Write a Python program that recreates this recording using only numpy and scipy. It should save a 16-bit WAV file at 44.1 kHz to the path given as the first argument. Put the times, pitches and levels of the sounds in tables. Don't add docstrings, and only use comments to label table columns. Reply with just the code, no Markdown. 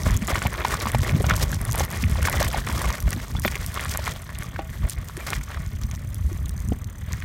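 import sys
import numpy as np
from scipy import signal
from scipy.fft import rfft, irfft, next_fast_len
from scipy.io import wavfile

SR = 44100
rng = np.random.default_rng(int(sys.argv[2]) if len(sys.argv) > 2 else 0)


def master(y):
    cut = np.clip(np.atleast_2d(y).T, -1, 1)
    pcm = np.round(cut * 32767)
    wavfile.write(sys.argv[1], SR, pcm.astype(np.int16))


N = 319284

# (t/s, peak level/dB, f/Hz)
BUFFET_EVENTS = [(0.068, -12, 92.5), (0.123, -14, 48), (0.16, -10.5, 91), (0.224, -26, 95),
                 (0.335, -19, 64), (0.464, -16.5, 95), (0.731, -21.5, 64), (0.868, -24, 65),
                 (0.958, -14.5, 98), (1.02, -14, 89), (1.151, -11, 159), (1.437, -14, 75),
                 (1.694, -16, 108), (1.815, -20, 76), (2.028, -32, 77), (2.059, -13.5, 65.4),
                 (2.157, -21, 69), (2.226, -13.5, 71), (2.403, -16.5, 71.5), (2.691, -25, 70),
                 (2.732, -18.5, 81.5), (2.768, -17, 81), (2.866, -15.5, 63.5), (2.896, -21, 53),
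                 (3.064, -12, 57.6), (3.156, -23, 88.5), (3.353, -17.5, 70.6), (3.474, -20.5, 75),
                 (4.09, -20, 74.6), (4.349, -27.5, 71), (4.556, -23.5, 74.5), (4.845, -13.5, 58.5),
                 (4.985, -17.5, 65), (5.367, -20, 59), (5.574, -21, 80), (5.847, -18, 65.5),
                 (5.967, -26, 77.4), (6.214, -19, 81.5), (6.256, -18.5, 69.6), (6.335, -15.5, 70.4),
                 (6.462, -17.5, 89), (6.604, -20, 64.5), (6.656, -21, 59), (6.722, -12.5, 215),
                 (7.151, -19.5, 96)]


def from_db(db):
    return 10 ** (np.asarray(db) / 20)


def rms_one(x):
    return x / np.sqrt(np.mean(x ** 2) + 1e-20)


def with_power(level_db, extra):
    return 10 * np.log10(from_db(2 * level_db) + extra)


def in_time(rows):
    s, *columns = np.transpose(rows)
    return [np.interp(np.arange(N) / SR, s, column) for column in columns]


def drift(rate_hz):
    step = 16
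    r = np.exp(-2 * np.pi * rate_hz * step / SR)
    noise = rng.standard_normal(N // step + 4002)
    slow = signal.lfilter([1], [1, -2 * r, r * r], noise)[4000:]
    return np.interp(np.arange(N) / step, np.arange(len(slow)), rms_one(slow))


def ring(clicks, hz, t60):
    r = from_db(-60 / (t60 * SR))
    w = 2 * np.pi * hz / SR
    return signal.lfilter([0, np.sin(w)], [1, -2 * r * np.cos(w), r * r], clicks + 1e-18)


def colour(x, spectrum):
    size = next_fast_len(N + SR // 4)
    hz, level_db = np.transpose(spectrum)
    bins_hz = np.arange(size // 2 + 1) * SR / size
    log_gain = np.interp(np.log(bins_hz + 1), np.log(hz), level_db) * np.log(10) / 20
    cepstrum = irfft(log_gain, size)
    cepstrum[1:size // 2] *= 2
    cepstrum[size // 2:] = 0
    return irfft(rfft(x, size) * np.exp(rfft(cepstrum)), size)[:N]


def grains(per_s, spread_db, crowding):
    size_db = spread_db * np.minimum(rng.exponential(1, N), 4)
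    sizes = from_db(size_db) * rng.choice([-1, 1], N)
    return sizes * (rng.random(N) < per_s * crowding / SR)


def pebbles(clicks, low_hz, high_hz, cycles):
    pitches = np.geomspace(low_hz, high_hz, 16)
    dealt = rng.integers(0, 16, N)
    return sum(ring(clicks * (dealt == k), hz, cycles / hz) * hz for k, hz in enumerate(pitches))


def scatter(hits, seconds):
    power = signal.lfilter([1], [1, -np.exp(-1 / (seconds * SR))], hits ** 2)
    return np.sqrt(power) * rng.standard_normal(N)


def add(out, s, burst):
    i = max(round(s * SR), 0)
    out[i:i + len(burst)] += burst[:N - i]


def strikes(rows, cycles, rise, rough):
    out, t = np.zeros(N), np.arange(2400) / SR
    chance = rng.random((len(rows), 3))
    noise = rng.standard_normal((len(rows), len(t)))
    for (s, peak_db, hz), (phase, ratio, length), grain in zip(rows, chance, noise):
        decay = cycles * (0.58 + .5 * length) / hz
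        shape = (1 - np.exp(-t / (rise * decay))) * np.exp(-t / decay)
        second_hz = hz * 2 ** (1.775 * ratio - .8)
        tone = np.sin(2 * np.pi * (hz * t + phase)) + 0.65 * np.sin(2 * np.pi * second_hz * t)
        burst = shape * (tone + rough * grain)
        add(out, s, from_db(peak_db) * burst / np.abs(burst).max())
    return out


def strays(level_db, above_db, low_hz, high_hz, count):
    when, size, pitch = rng.random((count, 3)).T
    at = (when * (N - 1)).astype(int)
    peak_db = level_db[at] + above_db - 8 * size
    return np.transpose([at / SR, peak_db, low_hz * (high_hz / low_hz) ** pitch])


def air():
    band = signal.butter(1, [2200, 13900], "band", fs=SR, output="sos")
    hiss = rms_one(signal.sosfilt(band, rng.standard_normal(N)))
    return from_db(-58.5 + 4.5 * drift(3.6)) * hiss


def rumble(level_db, flutter_db):
    # (f/Hz, level/dB)
    rumble_colour = [(13, -29), (22, -15), (54, 0), (86, 0), (144, -9.5), (231, -18.5), (321, -31.5),
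                     (385, -34), (500, -48), (650, -92), (1100, -120)]
    eddies = rms_one(grains(150, 3.75, from_db(2.2 * drift(11.0))))
    low = rms_one(colour(eddies + 0.85 * rng.standard_normal(N), rumble_colour))
    slow = signal.sosfiltfilt(signal.butter(2, 130, fs=SR, output="sos"), low)
    quick = low - slow
    return from_db(level_db) * rms_one(low + from_db(flutter_db) * quick)


def wind():
    # (t/s, rumble level/dB, gain of added flutter above 130 Hz/dB)
    wind_levels = [(0.0, -33, 4.5), (0.48, -33.5, 0), (0.81, -32.5, -4), (1.15, -24.5, 0.5),
                   (1.71, -29, -3), (2.42, -26, -6), (3.15, -41.5, 4), (3.25, -34, 5), (3.95, -29.5, -18),
                   (4.36, -36.5, 2), (5.46, -33.5, -9.5), (5.89, -27, -25), (6.51, -28.5, -10),
                   (6.81, -33.5, -3), (7.06, -31.5, -12), (7.24, -31, -28)]
    gust_db, gust_s = -11, 0.033
    level_db, flutter_db = in_time(wind_levels)
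    t = np.arange(N) / SR
    gusts = sum(from_db(2 * (peak_db + gust_db)) * np.exp(-((t - s) / gust_s) ** 2)
                for s, peak_db, _ in BUFFET_EVENTS)
    return rumble(with_power(level_db, gusts), flutter_db)


def buffets():
    out, t = np.zeros(N), np.arange(-2200, 2200) / SR
    for (s, peak_db, hz), phase in zip(BUFFET_EVENTS, rng.random(len(BUFFET_EVENTS))):
        swing = np.exp(-(t * hz / 0.64) ** 2) * np.cos(2 * np.pi * (hz * t + phase))
        add(out, s + t[0], from_db(peak_db) * swing)
    return out


def freehub():
    # (t/s, teeth passed so far)
    tooth_count = [(0, 0.0), (4.0, 146.12), (4.2, 153.25), (4.4, 160.55), (4.6, 168.29), (4.8, 175.63),
                   (5.0, 182.49), (5.2, 189.03), (5.4, 196.62), (5.6, 204.26), (5.8, 211.44), (6.0, 219.27),
                   (6.2, 226.62), (6.4, 233.93), (6.6, 241.26), (6.8, 248.39), (7.0, 255.57),
                   (7.24, 264.68)]
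    # (f/Hz, level/dB, time to fade by 60 dB/s)
    hub_modes = [(6140, -6.5, 0.022), (7000, -3, 0.0069), (7600, -29, 0.0027), (8170, -6, 0.013),
                 (9300, -23, 0.006), (9300, -3.5, 0.0067), (12000, -13, 0.0044), (12900, -13, 0.012),
                 (13700, -3, .005), (14800, 1, .005), (15400, -7, 0.006)]
    lag_teeth, spread_teeth = -0.085, .1
    s, teeth = np.transpose(tooth_count)
    whole = np.arange(1, teeth[-1])[:, None]
    late = spread_teeth * rng.gamma(2, .5, (len(whole), 24))
    moments = np.interp(whole + lag_teeth + late, teeth, s)
    at = np.minimum(moments * SR, N - 1).astype(int)
    force = from_db(-52 + 2.0 * rng.standard_normal(whole.shape))
    out = np.zeros(N)
    for hz, level_db, t60 in hub_modes:
        strength = force * from_db(level_db + 1.9 * rng.standard_normal(whole.shape))
        clicks = np.zeros(N)
        clicks[at] = strength * rng.standard_normal(at.shape)
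        out += ring(clicks, hz, t60)
    return out


def pings():
    # (t/s, peak level/dB, f/Hz, time to fade by 60 dB/s)
    ringing_parts = [(3.366, -25.5, 3450, 0.036), (3.455, -20, 14400, .015), (3.461, -19.5, 13540, 0.029),
                     (3.462, -26, 3480, 0.045), (4.593, -38, 648, 0.39), (4.593, -25.5, 800, 0.084),
                     (5.209, -32, 2360, 0.078)]
    t, out = np.arange(SR // 10) / SR, np.zeros(N)
    for s, peak_db, hz, t60 in ringing_parts:
        add(out, s, from_db(peak_db - 60 * t / t60) * np.sin(2 * np.pi * hz * t))
    return out


def frame(clicks):
    # (f/Hz, level/dB, time to fade by 60 dB/s)
    frame_modes = [(550, -6, 0.013), (800, -4.5, 0.057), (1140, 3.5, 0.052), (1470, -0.5, 0.11),
                   (1857, 9, 0.029), (2150, 11, 0.031), (2386, 3.5, 0.042)]
    out = np.zeros(N)
    for hz, level_db, t60 in frame_modes:
        strength = from_db(level_db + 3 * rng.standard_normal(N))
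        out += ring(clicks * strength, hz, t60)
    return out


def knocks(crunch_db):
    # (t/s, peak level/dB, f/Hz)
    loud_knocks = [(.063, -23, 210), (.065, -16.5, 616), (.089, -23, 1100), (.22, -19.5, 215),
                   (.221, -24, 2150), (.325, -20, 675), (.356, -10, 1530), (.419, -11.5, 2220),
                   (.452, -16.5, 201.5), (.452, -16.5, 744), (.459, -16, 940), (.466, -11.5, 2310),
                   (.54, -18.5, 2250), (.549, -22, 1310), (.606, -17.5, 1360), (.616, -20, 1350),
                   (.649, -7.5, 990), (.707, -19, 1590), (.739, -12.5, 1190), (.752, -19, 1160),
                   (.81, -14, 2150), (.856, -14.5, 1070), (.858, -21, 219), (.87, -13.5, 1140),
                   (.934, -21.5, 2040), (.946, -22.5, 227), (.947, -7.5, 860), (1.094, -17, 2450),
                   (1.161, -20.5, 243), (1.204, -15.5, 400), (1.207, -20, 545), (1.242, -14.5, 720),
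                   (1.292, -15, 1120), (1.3, -10.5, 1530), (1.309, -4, 1390), (1.317, -22, 1650),
                   (1.529, -18, 1640), (1.692, -21.5, 1090), (1.749, -17, 900), (1.806, -12.5, 800),
                   (1.93, -22, 1860), (2.031, -19, 216), (2.039, -13.5, 2340), (2.156, -22, 875),
                   (2.226, -18, 1470), (2.252, -11.5, 1610), (2.273, -10.5, 1670), (2.284, -10.5, 930),
                   (2.328, -15, 1900), (2.341, -18, 732), (2.408, -14, 606), (2.419, -12.5, 860),
                   (2.535, -18, 2330), (2.544, -13.5, 756), (2.674, -17.5, 1240), (2.693, -21.5, 228),
                   (2.697, -25, 1110), (2.775, -23, 1280), (2.815, -18, 1100), (2.845, -18.5, 1070),
                   (2.902, -17.5, 1140), (3.077, -23.5, 620), (3.131, -17.5, 1970), (3.163, -24, 239),
                   (3.351, -23.5, 890), (3.449, -18, 213), (3.449, -7, 2050), (3.451, -14, 575),
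                   (3.459, -21, 1040), (3.479, -11.5, 2260), (3.545, -23, 2220), (3.555, -17, 2200),
                   (3.644, -24.5, 1930), (3.773, -19, 1190), (3.795, -17, 1850), (3.855, -17.5, 1120),
                   (3.949, -18.5, 1550), (3.957, -20, 1190), (3.99, -21.5, 614), (4.069, -16, 2150),
                   (4.077, -13.5, 1110), (4.292, -25.5, 1750), (4.354, -25.5, 2950), (4.423, -21, 1510),
                   (4.561, -23.5, 1560), (4.589, -24.5, 314), (4.591, -16, 850), (4.846, -34, 483),
                   (4.978, -29, 2050), (5.097, -26, 1300), (5.175, -28, 342), (5.287, -24, 1190),
                   (5.325, -18, 1390), (5.332, -12, 2210), (5.412, -26.5, 2240), (5.503, -23.5, 1470),
                   (5.518, -26, 1700), (5.545, -23.5, 1900), (5.572, -25.5, 1180), (5.841, -28, 214),
                   (5.912, -28, 2150), (6.009, -39, 587), (6.315, -28, 330), (6.72, -18.5, 448),
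                   (7.119, -36, 2000), (7.135, -22.5, 2050), (7.223, -23.5, 1500)]
    small_knocks = strays(crunch_db, 8.5, 660, 2500, count=40)
    rows = np.vstack([loud_knocks, small_knocks])
    clicks = np.zeros(N)
    for s, peak_db, hz in rows:
        hardness = min(hz / 1000, 1) ** 2
        add(clicks, s, from_db([peak_db - 24.5]) * hardness)
    stones = strikes(rows, cycles=1.9, rise=.6, rough=0)
    hard = signal.sosfilt(signal.butter(2, 700, "high", fs=SR, output="sos"), stones)
    chip_band = signal.butter(2, [1300, 4200], "band", fs=SR, output="sos")
    chips = signal.sosfilt(chip_band, scatter(hard, seconds=0.0015))
    return stones + from_db(-19.0) * chips + frame(clicks)


def ground():
    # (t/s, crunch level/dB, big stones' level below 900 Hz/dB, grit level/dB)
    track_levels = [(0.0, -44.5, 5, -35), (0.1, -42.5, -4, -43), (0.54, -39.5, -0.5, -39.5),
                    (1.05, -42, 0, -40.5), (1.29, -42, 3.5, -44.5), (1.57, -43.5, 1.5, -43),
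                    (2.1, -40.5, -2.5, -38.5), (2.36, -43, -0.5, -41), (2.88, -42.5, -2, -42.5),
                    (3.27, -45, -1.5, -44), (3.93, -43, -5.5, -42), (4.19, -44.5, -4.5, -47),
                    (4.58, -46.5, -3.5, -56), (4.94, -48.5, -3, -54), (5.44, -48, -5.5, -49),
                    (5.68, -48, -3.5, -49.5), (6.92, -53.5, 0, -64), (7.24, -45.5, -7.5, -48)]
    # (start t/s, length/s, crunch level/dB, grit level/dB)
    loose_patches = [(0.061, 0.081, -35.5, -41), (0.284, 0.091, -32, -36.5), (0.418, 0.054, -37, -38),
                     (0.58, .06, -34, -44), (0.679, 0.089, -35.5, -35.5), (0.793, 0.15, -40, -39),
                     (1.031, 0.097, -36, -40.5), (1.203, .07, -40.5, -33), (1.283, 0.057, -32, -35),
                     (1.362, 0.069, -40, -30.5), (1.518, 0.022, -56, -44), (1.733, 0.088, -38, -41.5),
                     (1.893, 0.073, -42.5, -41), (2.164, 0.033, -36.5, -39.5), (2.22, 0.16, -34.5, -32.5),
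                     (2.399, 0.043, -30.5, -31.5), (2.464, .12, -34.5, -35), (2.67, 0.047, -33.5, -30.5),
                     (2.749, 0.19, -35, -34.5), (3.093, 0.093, -39, -37.5), (3.423, 0.052, -43.5, -32),
                     (3.523, 0.037, -37, -36), (3.75, 0.12, -37.5, -42), (3.924, 0.15, -37.5, -36),
                     (4.046, 0.11, -39.5, -39.5), (4.427, 0.032, -49, -43), (4.823, 0.06, -41.5, -49),
                     (4.888, 0.047, -50.5, -39), (5.17, 0.054, -47, -46), (5.269, 0.081, -37, -36.5),
                     (5.481, 0.09, -41.5, -47), (7.105, 0.029, -41.5, -41.5)]
    rise_s, fall_s = 0.0062, 0.028
    crunch_db, coarse_db, grit_db = in_time(track_levels)
    t, loose = np.arange(N) / SR, np.zeros((2, N))
    for s, length, *level_db in loose_patches:
        inside = np.interp(t, [s - rise_s, s, s + length, s + length + fall_s], [0, 1, 1, 0])
        loose += from_db(2 * np.array(level_db))[:, None] * inside ** 2
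    return with_power(crunch_db, loose[0]), coarse_db, with_power(grit_db, loose[1])


def snaps(grit_db):
    # (t/s, peak level before the high-pass/dB, f/Hz)
    loud_snaps = [(0.034, -16, 5960), (0.108, -13, 6000), (0.1433, -12, 9740), (0.1674, -13, 7230),
                  (0.1732, -13, 6420), (0.2709, -12, 7100), (0.277, -11.5, 6900), (0.3496, -19, 7050),
                  (0.391, -17, 7620), (0.4256, -11, 9290), (0.4714, -11.5, 7250), (0.5332, -13, 9390),
                  (0.6476, -15, 6270), (0.6833, -13, 8550), (0.743, -8, 8170), (0.802, -15, 6000),
                  (0.918, -12.5, 9300), (0.9845, -12.5, 8200), (1.0076, -18, 7100), (1.0182, -15, 6060),
                  (1.1034, -19.5, 6000), (1.221, -17, 8930), (1.2274, -16, 8050), (1.266, -12, 6070),
                  (1.297, -6.5, 5900), (1.3563, -14.5, 8750), (1.3624, -17, 8120), (1.4277, -20, 6510),
                  (1.493, -19, 6220), (1.517, -15, 6550), (1.5453, -15, 6140), (1.6147, -16, 9500),
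                  (1.6515, -13, 9400), (1.703, -19, 6360), (1.7124, -14, 6400), (1.722, -8.5, 5800),
                  (1.7304, -10, 9470), (1.757, -12, 9480), (1.7793, -12, 9310), (1.7883, -12, 8070),
                  (1.7967, -7, 6250), (1.8503, -13.5, 11000), (1.9135, -16.5, 6490), (1.9257, -18, 9160),
                  (1.9736, -16, 9390), (2.1136, -14.5, 10000), (2.229, -12, 9130), (2.298, -8, 10900),
                  (2.327, -14, 7000), (2.4157, -11, 6080), (2.4281, -5, 6240), (2.4796, -14, 9200),
                  (2.4854, -14, 7890), (2.5298, -11, 9600), (2.5775, -15, 9450), (2.6876, -13, 8970),
                  (2.818, -10, 8900), (2.927, -15.5, 6100), (3.0033, -15.5, 6050), (3.0254, -16, 9200),
                  (3.1063, -12, 8650), (3.1297, -11.5, 5940), (3.2822, -21, 6200), (3.3973, -11, 9200),
                  (3.4196, -17, 9310), (3.5152, -17.5, 9000), (3.556, -16, 6170), (3.6632, -12, 9150),
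                  (3.7428, -12, 9530), (3.8093, -12.5, 9200), (3.8484, -15, 9000), (3.8954, -15.5, 6050),
                  (3.9389, -10.5, 7000), (3.9736, -5, 7570), (4.052, -18, 6060), (4.059, -17, 6600),
                  (4.2205, -21, 9000), (4.349, -24, 6620), (4.3874, -14.5, 9200), (4.4333, -17, 6270),
                  (4.4414, -26, 6140), (4.8885, -18, 9080), (4.8973, -10, 9300), (4.9057, -18, 7170),
                  (4.9287, -25, 6350), (5.086, -20.5, 6970), (5.1692, -17, 9000), (5.1754, -22, 6500),
                  (5.2046, -28, 7010), (5.3037, -11, 8150), (5.437, -21, 7960), (5.5448, -26, 7430),
                  (5.663, -24, 6660), (5.8152, -26, 7200), (5.8353, -19.5, 5730), (5.901, -29, 9620),
                  (5.913, -19, 6300), (5.9507, -19, 6260), (5.9592, -24, 6100), (6.0906, -28, 8940),
                  (6.145, -14, 10700), (6.3294, -25, 6050), (6.4585, -22, 6700), (6.4938, -15.5, 9200),
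                  (6.5784, -25, 6200), (6.6029, -21, 6400), (6.687, -20, 6900), (6.8438, -24.5, 5960),
                  (7.1222, -22, 5850), (7.131, -13.5, 6120), (7.203, -23, 6540)]
    small_snaps = strays(grit_db, 19.5, 4000, 14000, count=60)
    cracks = strikes(np.vstack([loud_snaps, small_snaps]), cycles=3.0, rise=0.11, rough=0.39)
    cracks = cracks + from_db(-21.5) * scatter(cracks, seconds=0.0006)
    return signal.sosfilt(signal.butter(2, 3200, "high", fs=SR, output="sos"), cracks)


def grit(level_db, crowding):
    # (f/Hz, level/dB)
    grit_colour = [(1530, -26), (2600, 3.5), (4800, 7.5), (5300, 9), (9150, 5), (10300, 3.5), (11500, 0.5),
                   (13800, 1.5), (15900, 8.5)]
    crackle = rms_one(pebbles(grains(700, 4.4, crowding), 2330, 12240, cycles=6.6))
    hiss = (0.32 + 0.33 * crowding ** 1.2) * rng.standard_normal(N)
    return from_db(level_db) * rms_one(colour(crackle + hiss, grit_colour))


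def crunch(level_db, coarse_db, crowding):
    # (f/Hz, level/dB)
    crunch_colour = [(190, -6), (330, -5.5), (459, -7), (660, -2), (748, -9.5), (1130, 2), (1510, -0.5),
                     (1920, 5), (2710, -6.5), (3320, -1.5), (5000, -16.5), (6500, -45), (11000, -120)]
    crush = rms_one(pebbles(grains(900, 3.2, crowding), 350, 4800, cycles=16.0))
    roar = .7 * crowding ** .15 * rng.standard_normal(N)
    rattle = rms_one(frame(grains(180, 4.2, crowding)))
    gravel = rms_one(colour(crush + roar, crunch_colour)) + 0.45 * rattle
    big = signal.sosfiltfilt(signal.butter(2, 900, fs=SR, output="sos"), gravel)
    small = rms_one(gravel - big)
    return from_db(level_db) * (small + from_db(coarse_db) * rms_one(big))


def scene():
    crunch_db, coarse_db, grit_db = ground()
    crowding = from_db(5.0 * drift(25))
    grit_crowding = crowding * from_db(4.3 * drift(45))
    tyres = crunch(crunch_db, coarse_db, crowding) + grit(grit_db, grit_crowding) + snaps(grit_db)
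    bike = knocks(crunch_db) + pings() + freehub()
    return (air() + wind() + buffets() + bike + tyres)[None]


def record(dry):
    # (f/Hz, level/dB)
    microphone_colour = [(20, -6.5), (40, 1.5), (9000, -2.5), (10400, -3.5), (11500, 2), (14000, -2.5),
                         (16000, -8.5)]
    heard = .8 * np.tanh(colour(dry[0], microphone_colour) / .8)
    top_cut = signal.ellip(10, .5, 60, 15950, fs=SR, output="sos")
    return signal.sosfilt(top_cut, heard)[None]


dry = scene()
out = record(dry)
master(out)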